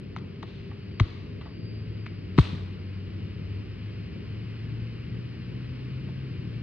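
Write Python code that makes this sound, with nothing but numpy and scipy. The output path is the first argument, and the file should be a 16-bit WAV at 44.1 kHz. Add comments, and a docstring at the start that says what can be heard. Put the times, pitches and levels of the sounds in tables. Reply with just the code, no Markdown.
"""Boxing on a tree in a park

A boxer gives foam pads strapped to a tree a few light glove taps, one hard punch and one kick.
Each blow slaps the vinyl cover; firmer ones thump the foam and make the leaves shiver, and some
rattle the pad on the bark. Trouser cloth swishes with the kick, and buildings return a faint echo.
Behind it all are traffic rumble, a distant engine and a thin high whistle."""
import sys
import numpy as np
from scipy import signal
from scipy.fft import rfft, irfft
from scipy.io import wavfile
from scipy.ndimage import uniform_filter1d

SR = 44100
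rng = np.random.default_rng(int(sys.argv[2]) if len(sys.argv) > 2 else 0)


def unload_wav(signal):
    """Save mono or channel-first audio to the path in sys.argv[1] as 16-bit WAV at rate SR, clipped to [-1, 1]."""
    wavfile.write(
        sys.argv[1],
        SR,
        np.round(np.clip(np.atleast_2d(signal).T, -1, 1) * 32767).astype(np.int16),
    )


N = 292338
TIME = np.arange(N) / SR


def gain(db):
    """Turn decibels into a number to multiply by."""
    return 10 ** (np.asarray(db) / 20)


def unit(x):
    """Scale a sound so that its average strength (rms) is 1."""
    return x / np.sqrt(np.mean(x ** 2))


def curves(table):
    """Join a table's rows by straight lines in time, one curve for each column after the first."""
    times, *columns = np.transpose(table)
    return [np.interp(TIME, times, column) for column in columns]


def value_at(points, hz):
    """Read between (Hz, value) points, with every octave equally wide."""
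    point_hz, values = np.transpose(points)
    return np.interp(np.log(hz + 1e-3), np.log(point_hz), values)


def colour(x, points):
    """Make each frequency louder or softer, following (Hz, dB) points."""
    size = x.shape[-1]
    return irfft(rfft(x) * gain(value_at(points, np.fft.rfftfreq(size, 1 / SR))), size)


def resonate(x, hz, width_hz):
    """Let a sound ring around one frequency."""
    return signal.lfilter(*signal.iirpeak(hz, max(hz / width_hz, .3), fs=SR), x)


def drift(per_s):
    """Wander smoothly at random, by about 1 either way."""
    hold = int(SR / per_s)
    steps = np.repeat(rng.standard_normal(N // hold + 1), hold)
    return 1.3 * uniform_filter1d(uniform_filter1d(steps, hold), hold)[:N]


def swell(top_s, db_per_s):
    """A level in dB that climbs to 0 at top_s and stays there."""
    return -db_per_s * np.maximum(top_s - TIME, 0)


def place(x, pan_db):
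    """Put a sound to one side. Pan is how many dB louder the left is than the right."""
    return np.array([x * gain(pan_db / 2), x * gain(-pan_db / 2)])


def add(out, start_s, x):
    """Mix a stereo sound in at its start time."""
    i = int(start_s * SR)
    out[:, i:i + x.shape[1]] += x[:, :N - i]


# How alike the two sides are. Each row: frequency in Hz, likeness (1 is the same, -1 is opposite).
SIDE_LIKENESS = [(60, 1), (110, 0.95), (220, 0.86), (420, 0.36), (800, -0.34), (1530, 0.9), (2930, 0.92),
                 (5600, 0.85)]
# Which side is louder. Each row: frequency in Hz, pan in dB.
SIDE_BALANCE = [(60, -0.5), (99, 2.5), (160, 2.5), (270, 2), (450, -1), (750, -2.5), (1230, 2), (2040, 2),
                (3380, 3), (5600, 1)]
def scattered_noise(points, left_lag_samples=3):
    """Noise from many directions; how alike the two sides hear it depends on the wavelength."""
    hz = np.fft.rfftfreq(N, 1 / SR)
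    shared, apart = rfft(rng.standard_normal((2, N)))
    likeness = np.clip(value_at(SIDE_LIKENESS, hz), -.99, .99)
    sign = np.array([[1], [-1]])
    spectra = shared * np.sqrt(1 + likeness) + sign * apart * np.sqrt(1 - likeness)
    spectra *= gain(sign * value_at(SIDE_BALANCE, hz) / 2)
    left, right = colour(irfft(spectra, N), points)
    return unit(np.array([np.roll(left, left_lag_samples), right]))


# The low rumble of far roads. Each row: frequency in Hz, level in dB.
ROAD_RUMBLE = [(15, -40.5), (28, -26.5), (38, -22.5), (52, -5.5), (70, -2), (100, 0.5), (135, -2),
               (180, -2), (230, -8.5), (310, -10.5), (420, -13.5), (520, -21), (700, -31), (1500, -89)]
# The hiss of tyres. Each row: frequency in Hz, level in dB.
TYRE_HISS = [(300, -25), (620, -12.5), (780, -8), (1050, -7), (1500, -7), (2500, -3), (2950, -3.5),
             (3500, -13.5), (4400, -11), (5200, -13.5), (5900, -31.5), (7000, -34.5), (11000, -45),
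             (13000, -57)]
def traffic(nearest_s=4.6, throb_db=1.0, flutter_db=.25, dull_hz=290, dull_db_per_s=0.67):
    """Far traffic draws nearer: a restless rumble that slowly grows duller, under smooth tyre hiss."""
    rumble_db = -37 + swell(nearest_s, db_per_s=0.73) + throb_db * drift(14)
    hiss_db = -53 + swell(nearest_s, db_per_s=0.88) + flutter_db * drift(6)
    rumble = scattered_noise(ROAD_RUMBLE)
    deep = signal.sosfiltfilt(signal.butter(2, dull_hz, fs=SR, output="sos"), rumble)
    upper = (rumble - deep) * gain(-dull_db_per_s * (TIME - TIME.mean()))
    return (deep + upper) * gain(rumble_db) + scattered_noise(TYRE_HISS) * gain(hiss_db)


# The engine pulls and eases off, twice. Each row: time in seconds, firings per second.
FIRING_RATE = [(.2, 97), (1.1, 101), (1.7, 108), (2.03, 106), (2.3, 95), (2.95, 95.5), (3.9, 102),
               (6.22, 132), (6.62, 110.6)]
# Brief dips in its lowest note. 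Each row: time in seconds, depth in dB, half length in seconds.
ENGINE_DIPS = [(1.48, 8, .07), (4.138, 14, 0.066), (5.02, 10.5, 0.081), (5.377, 5, 0.046)]
# Its higher notes. Each row: multiple of the firing rate, starting level in dB, fall in dB per second.
ENGINE_OVERTONES = [(2, -55, -0.1), (4, -53, 5)]
def engine(waver_db=0.87, load_db_per_hz=0.07, pipe_hz=191.6, pipe_width_hz=5.3, wall_delay_s=.053):
    """A far exhaust drones, louder as it nears and speeds up, and beats with its echo off a wall."""
    hz, = curves(FIRING_RATE)
    phase = 2 * np.pi * np.cumsum(hz) / SR + .06 * drift(15)
    near_db = -37.5 + swell(top_s=1.72, db_per_s=8.5)
    load_db = load_db_per_hz * (hz - hz.mean())
    dips_db = sum(depth * np.exp(-((TIME - s) / half_s) ** 2) for s, depth, half_s in ENGINE_DIPS)
    drone = gain(near_db + load_db - dips_db + waver_db * drift(9)) * np.sin(phase)
    for multiple, db, fall_db_per_s in ENGINE_OVERTONES:
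        # the exhaust pipe booms when an overtone meets the pipe's own note
        boom_db = 8.5 / (1 + (2 * (multiple * hz - pipe_hz) / pipe_width_hz) ** 2)
        level_db = db + boom_db - fall_db_per_s * TIME + waver_db * drift(6.5)
        drone += gain(level_db) * np.sin(multiple * (phase + .18 * drift(25)))
    wall_echo = gain(-18.5) * np.interp(TIME - wall_delay_s, TIME, drone)
    return place(np.sqrt(2) * (drone + wall_echo), pan_db=2)


# The whistle winds up, then sags and fades. Each row: time in seconds, pitch in Hz, level in dB.
WHISTLE_PATH = [(.72, 4560, -80), (.9, 4610, -66.5), (1.12, 4700, -69), (1.33, 4750, -78),
                (1.45, 4776, -67), (1.68, 4778, -60), (1.92, 4782, -69), (2.02, 4788, -66),
                (2.35, 4675, -75), (3.0, 4670, -73), (3.3, 4660, -95)]
def whistle(unsteady_hz=3, waver_db=1.3):
    """A thin, slightly unsteady whistle far away, perhaps the engine's turbocharger."""
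    hz, db = curves(WHISTLE_PATH)
    tone = np.sin(2 * np.pi * np.cumsum(hz + unsteady_hz * drift(120)) / SR)
    return place(unit(tone) * gain(db + waver_db * drift(30)), pan_db=1.5)


# The tone of the park's echo. Each row: frequency in Hz, level in dB.
ECHO_TONE = [(150, -32.5), (500, 2), (1000, -3), (2500, -5), (5000, -5), (9000, -3)]
def park_echo(x, fade_60_db_s=0.96, build_s=0.05, echo_db=-17):
    """Sound scatters back from the ground, a shelter roof and walls."""
    t = TIME[:SR]
    shape = (1 - np.exp(-t / build_s)) * gain(-60 * t / fade_60_db_s)
    reflections = colour(rng.standard_normal((2, SR)), ECHO_TONE) * shape
    return gain(echo_db) * signal.fftconvolve(x, unit(reflections) / np.sqrt(SR), axes=1)[:, :N]


def rustle(points, uneven_db, width, pan_db):
    """Countless tiny ticks of uneven size, spread between left and right."""
    def ticks():
        return unit(colour(rng.standard_normal(N) * gain(uneven_db * rng.standard_normal(N)), points))
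    shared, apart = ticks(), width * ticks()
    left = (shared + apart) * gain(pan_db / 2)
    right = (shared - apart) * gain(-pan_db / 2)
    return np.array([left, right]) / np.hypot(1, width)


# The treetop shivers. Each row: start in seconds, level in dB, swell and fade times in seconds.
LEAF_SHIVERS = [(.44, -57.5, 0.07, 0.12), (1.01, -53.5, 0.044, 0.12), (2.396, -45.5, 0.036, 0.11)]
# The tone of the leaves. Each row: frequency in Hz, level in dB.
LEAF_TONE = [(500, -3), (1000, -6), (1400, -5.5), (2200, -.5), (4200, 0), (5200, -15.5), (6300, -20),
             (7500, -33), (11000, -46), (13000, -50)]
def leaves():
    """A jolt runs up the trunk and the leaves tick against each other."""
    shake = 0
    for start_s, db, swell_s, fade_s in LEAF_SHIVERS:
        t = np.maximum(TIME - start_s, 0)
        shape = (1 - np.exp(-t / swell_s)) * np.exp(-t / fade_s)
        shake = shake + gain(db) * shape / shape.max()
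    return shake * rustle(LEAF_TONE, uneven_db=6, width=0.62, pan_db=2)


# The tone of trouser cloth. Each row: frequency in Hz, level in dB.
CLOTH_TONE = [(600, -23.5), (1500, -4), (3800, 5), (5200, -4.5), (6800, -15), (8200, -16), (11000, -32),
              (13000, -32)]
def trouser_swish(landing_s=2.386, db=-43, rise_s=0.0083, fade_s=0.092):
    """Loose cloth swishes ever faster as the leg whips in, then flaps out against the pad."""
    speed = np.exp(-np.maximum((landing_s - TIME) / rise_s, (TIME - landing_s) / fade_s))
    return gain(db) * speed * rustle(CLOTH_TONE, uneven_db=7, width=0.55, pan_db=0)


# The pad rattles after a blow. Each row: start in seconds, starting level in dB, length in seconds.
PAD_RATTLES = [(.174, -48, .04), (1.005, -41, .09), (2.396, -33, .18)]
def pad_rattles(low_hz=1400, high_hz=4500, cycles=2.2, fade_db=15, scatter_db=3, count=14):
    """The shaken pad and its straps catch on the bark: dry ticks that thin out and weaken."""
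    out, t = np.zeros((2, N)), TIME[:SR // 50]
    for start_s, db, length_s in PAD_RATTLES:
        for k, (slip, pitch, size, side) in enumerate(rng.random((count, 4))):
            progress = ((k + slip) / count) ** 1.5
            hz = low_hz * (high_hz / low_hz) ** np.sqrt(pitch)
            age = 2 * hz * t / cycles
            tick = age * np.exp(1 - age) * np.sin(2 * np.pi * hz * t)
            tick_db = db - fade_db * progress + scatter_db * (2 * size - 1)
            add(out, start_s + progress * length_s, place(tick * gain(tick_db), pan_db=7 * side))
    return out


# A firm blow squeezes the foam, a hard one shoves the pad against the trunk, and after the kick # a foot or leg
# knocks softly. Each row: start in seconds, level in dB, first pitch in Hz, # pitch it heads for in Hz (before
# sinking), settling time in seconds, swell time in seconds.
FOAM_THUMPS = [(0.433, -41, 687, 382, 0.0018, 0.0039), (1.0002, -26.5, 640, 300, 0.003, 0.005),
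               (1.0032, -11, 759, 112.2, 0.0015, 0.0099), (1.0113, -21, 62.1, 57.8, 0.018, 0.0099),
               (2.3819, -5, 480, 73.2, 0.0033, 0.0046), (2.3909, -7, 161, 30, .02, 0.0069),
               (2.528, -27, 334, 148.5, 0.0033, 0.0062)]
# The notes of the pad's body. Each row: pitch in Hz, width in Hz, level in dB.
PAD_NOTES = [(300, 29, -9), (378, 61, 0)]
def foam_thumps(damping=1.11, sink_per_s=5, top_hz=455):
    """The foam booms, sinking in pitch as the limb's weight joins and stifles it; the pad knocks."""
    booms, t = np.zeros((2, N)), TIME[:SR // 5]
    for start_s, db, first_hz, settled_hz, settle_s, swell_s in FOAM_THUMPS:
        hz = settled_hz + (first_hz - settled_hz) * np.exp(-t / settle_s)
        hz *= np.exp(-sink_per_s * t)
        shape = t / swell_s * np.exp((1 - (t / swell_s) ** damping) / damping)
        tone = np.sin(2 * np.pi * np.cumsum(hz) / SR)
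        add(booms, start_s, place(gain(db) * shape * tone, pan_db=2))
    knocks = sum(gain(db) * resonate(booms, hz, width_hz) for hz, width_hz, db in PAD_NOTES)
    return signal.sosfilt(signal.butter(6, top_hz, fs=SR, output="sos"), booms + knocks)


# Slaps on the cover, and two soft scuffs after the punch. Each row: start in seconds, level in dB,
# tone centre in Hz, contact time in seconds, pan in dB, how early it grazes in seconds, crack level
# in dB relative to the row's level, tuning as a ratio, tone width as a multiple of the centre.
SLAPS_AND_SCUFFS = [(0.1642, -39.5, 997, 0.00072, 3, .001, -14, 1.03, .75),
                    (0.186, -55, 2800, .002, 2, .001, -9.5, 1.05, 1.5),
                    (0.4303, -43, 904, 0.0046, 5, 0.0032, -10.5, 0.95, 1.4),
                    (0.7145, -52, 890, 0.0053, -1, .001, -31, .97, .8),
                    (0.9999, -29, 1970, 0.0016, 4.5, 0.001865, -10.5, 0.97, 1.7),
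                    (1.412, -49.5, 1790, 0.014, 1.5, 0.00085, -37.5, 0.95, 2.4),
                    (1.457, -48.5, 854, 0.022, 0, .0033, -34, 0.91, 1.5),
                    (2.0647, -44, 2320, 0.00067, 2, 0.004, -31.5, 1.03, .6),
                    (2.3871, -24.5, 1323, 0.0017, 3.5, .0075, -9.5, 0.97, 1.4),
                    (2.454, -51, 2550, .001, 3, .001, -22, 1.36, .4),
                    (6.088, -54.5, 750, 0.0055, 2.5, .001, -24, 0.8, 1.1)]
def contacts(graze_hz=2140, graze_drag=0.23, rebound_s=0.0067, rebound_hz=3670, rebound_spread=0.47):
    """Each row makes three contacts: a graze, the landing and a rebound."""
    for start_s, db, hz, contact_s, pan_db, early_s, _, tuning, spread in SLAPS_AND_SCUFFS:
        drag_s = contact_s + graze_drag * early_s
        yield start_s - early_s, db - 9, graze_hz, drag_s, pan_db + 3, tuning, spread
        yield start_s, db, hz, contact_s, pan_db, tuning, spread
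        yield start_s + rebound_s, db - 17, rebound_hz, contact_s, pan_db, tuning, rebound_spread


def hollow_pops(hz=690, pop_db=-11, delay_s=0.0013, swell_s=0.002):
    """Each blow or scuff gives a short, round, hollow pop just after it lands."""
    out, t = np.zeros((2, N)), TIME[:SR // 20]
    pop = t / swell_s * np.exp(1 - t / swell_s) * np.sin(2 * np.pi * hz * t)
    for start_s, db, _, _, pan_db, *_ in SLAPS_AND_SCUFFS:
        add(out, start_s + delay_s, place(gain(db + pop_db) * pop, pan_db))
    return out


# The tone of vinyl snapping tight. Each row: frequency in Hz, level in dB.
CRACK_TONE = [(1200, -12), (2800, -3), (4100, 0), (4700, -12), (5300, -19), (6000, -7), (7000, -30),
              (10000, -46), (12000, -42)]
def cover_cracks(crack_s=0.00053):
    """A blow that lands flat snaps the vinyl tight with a short bright crack."""
    out, t = np.zeros((2, N)), TIME[:SR // 100]
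    for start_s, db, _, _, pan_db, _, crack_db, _, _ in SLAPS_AND_SCUFFS:
        burst = colour(rng.standard_normal(len(t)) * t * np.exp(-t / crack_s), CRACK_TONE)
        add(out, start_s - 1.5 * crack_s, place(unit(burst) * gain(db + crack_db), pan_db))
    return out


def sag(x, cycles):
    """Low notes come later than high ones, so a slap falls in pitch as the blow sinks in."""
    hz = np.fft.rfftfreq(len(x), 1 / SR)
    return irfft(rfft(x) * np.exp(-2j * np.pi * cycles * np.log(hz + 200)), len(x))


# The notes of the vinyl cover. Each row: pitch in Hz, width in Hz, level in dB.
COVER_NOTES = [(720, 260, 2), (984, 230, 2.5), (1200, 230, 3), (1987, 330, -1), (3010, 720, -8),
               (3950, 450, -7)]
def cover_slaps(crinkle=0.14, band_hz=(520, 4700), sag_cycles=1.5, buzz_db=-27, buzz_s=0.057):
    """Air trapped under a blow pops and the vinyl crinkles; both make the cover ring."""
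    out, t = np.zeros((2, N)), TIME[:SR // 10]
    band = signal.butter(3, band_hz, "band", fs=SR, output="sos")
    for start_s, db, hz, contact_s, pan_db, tuning, spread in contacts():
        shape = np.exp(-t / contact_s) + gain(buzz_db) * np.exp(-t / buzz_s)
        push = crinkle * rng.standard_normal(len(t)) * shape
        push[0] += 1  # the pop of trapped air
        ring = sum(gain(note_db) * resonate(push, tuning * note_hz, width_hz)
                   for note_hz, width_hz, note_db in COVER_NOTES)
        # a flat, tight contact is bright, a cupped one hollow
        ring = resonate(resonate(ring, hz, spread * hz), hz, spread * hz)
        ring = signal.sosfilt(band, ring)  # little bass; dull above about 4.7 kHz, as the phone hears it
        slap = unit(sag(ring, sag_cycles)) * gain(db - 7.5)
        add(out, start_s - sag_cycles / hz, place(slap, pan_db))
    return out


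# How the left side's wave is shifted. Each row: frequency in Hz, lead in radians (minus means late).
LEFT_LEAD = [(60, -0.14), (250, -0.5), (430, -0.33), (690, -0.5), (950, -0.9), (2500, 0.3), (4000, -1.9),
             (5200, -2.5), (6500, -1.5)]
def bend_round_phone(x):
    """Direct sound bends round the phone, and most of it reaches the left side slightly later."""
    shift = np.exp(1j * value_at(LEFT_LEAD, np.fft.rfftfreq(N, 1 / SR)))
    return np.array([irfft(rfft(x[0]) * shift, N), x[1]])


def scene():
    """The blows and their echo, in front of the park's background."""
    blows = cover_slaps() + hollow_pops() + cover_cracks() + foam_thumps() + pad_rattles()
    direct = bend_round_phone(blows + engine() + whistle())
    return direct + park_echo(blows) + trouser_swish() + leaves() + traffic()


def record(dry):
    """The phone weakens the deepest bass and cuts the highest treble."""
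    bass_cut, top_hz = [(20, -18), (36, 0)], 12300  # the pairs are Hz and dB
    treble_cut = signal.ellip(8, .2, 70, top_hz, fs=SR, output="sos")
    return signal.sosfilt(treble_cut, colour(dry, bass_cut))


dry = scene()
out = record(dry)
unload_wav(out)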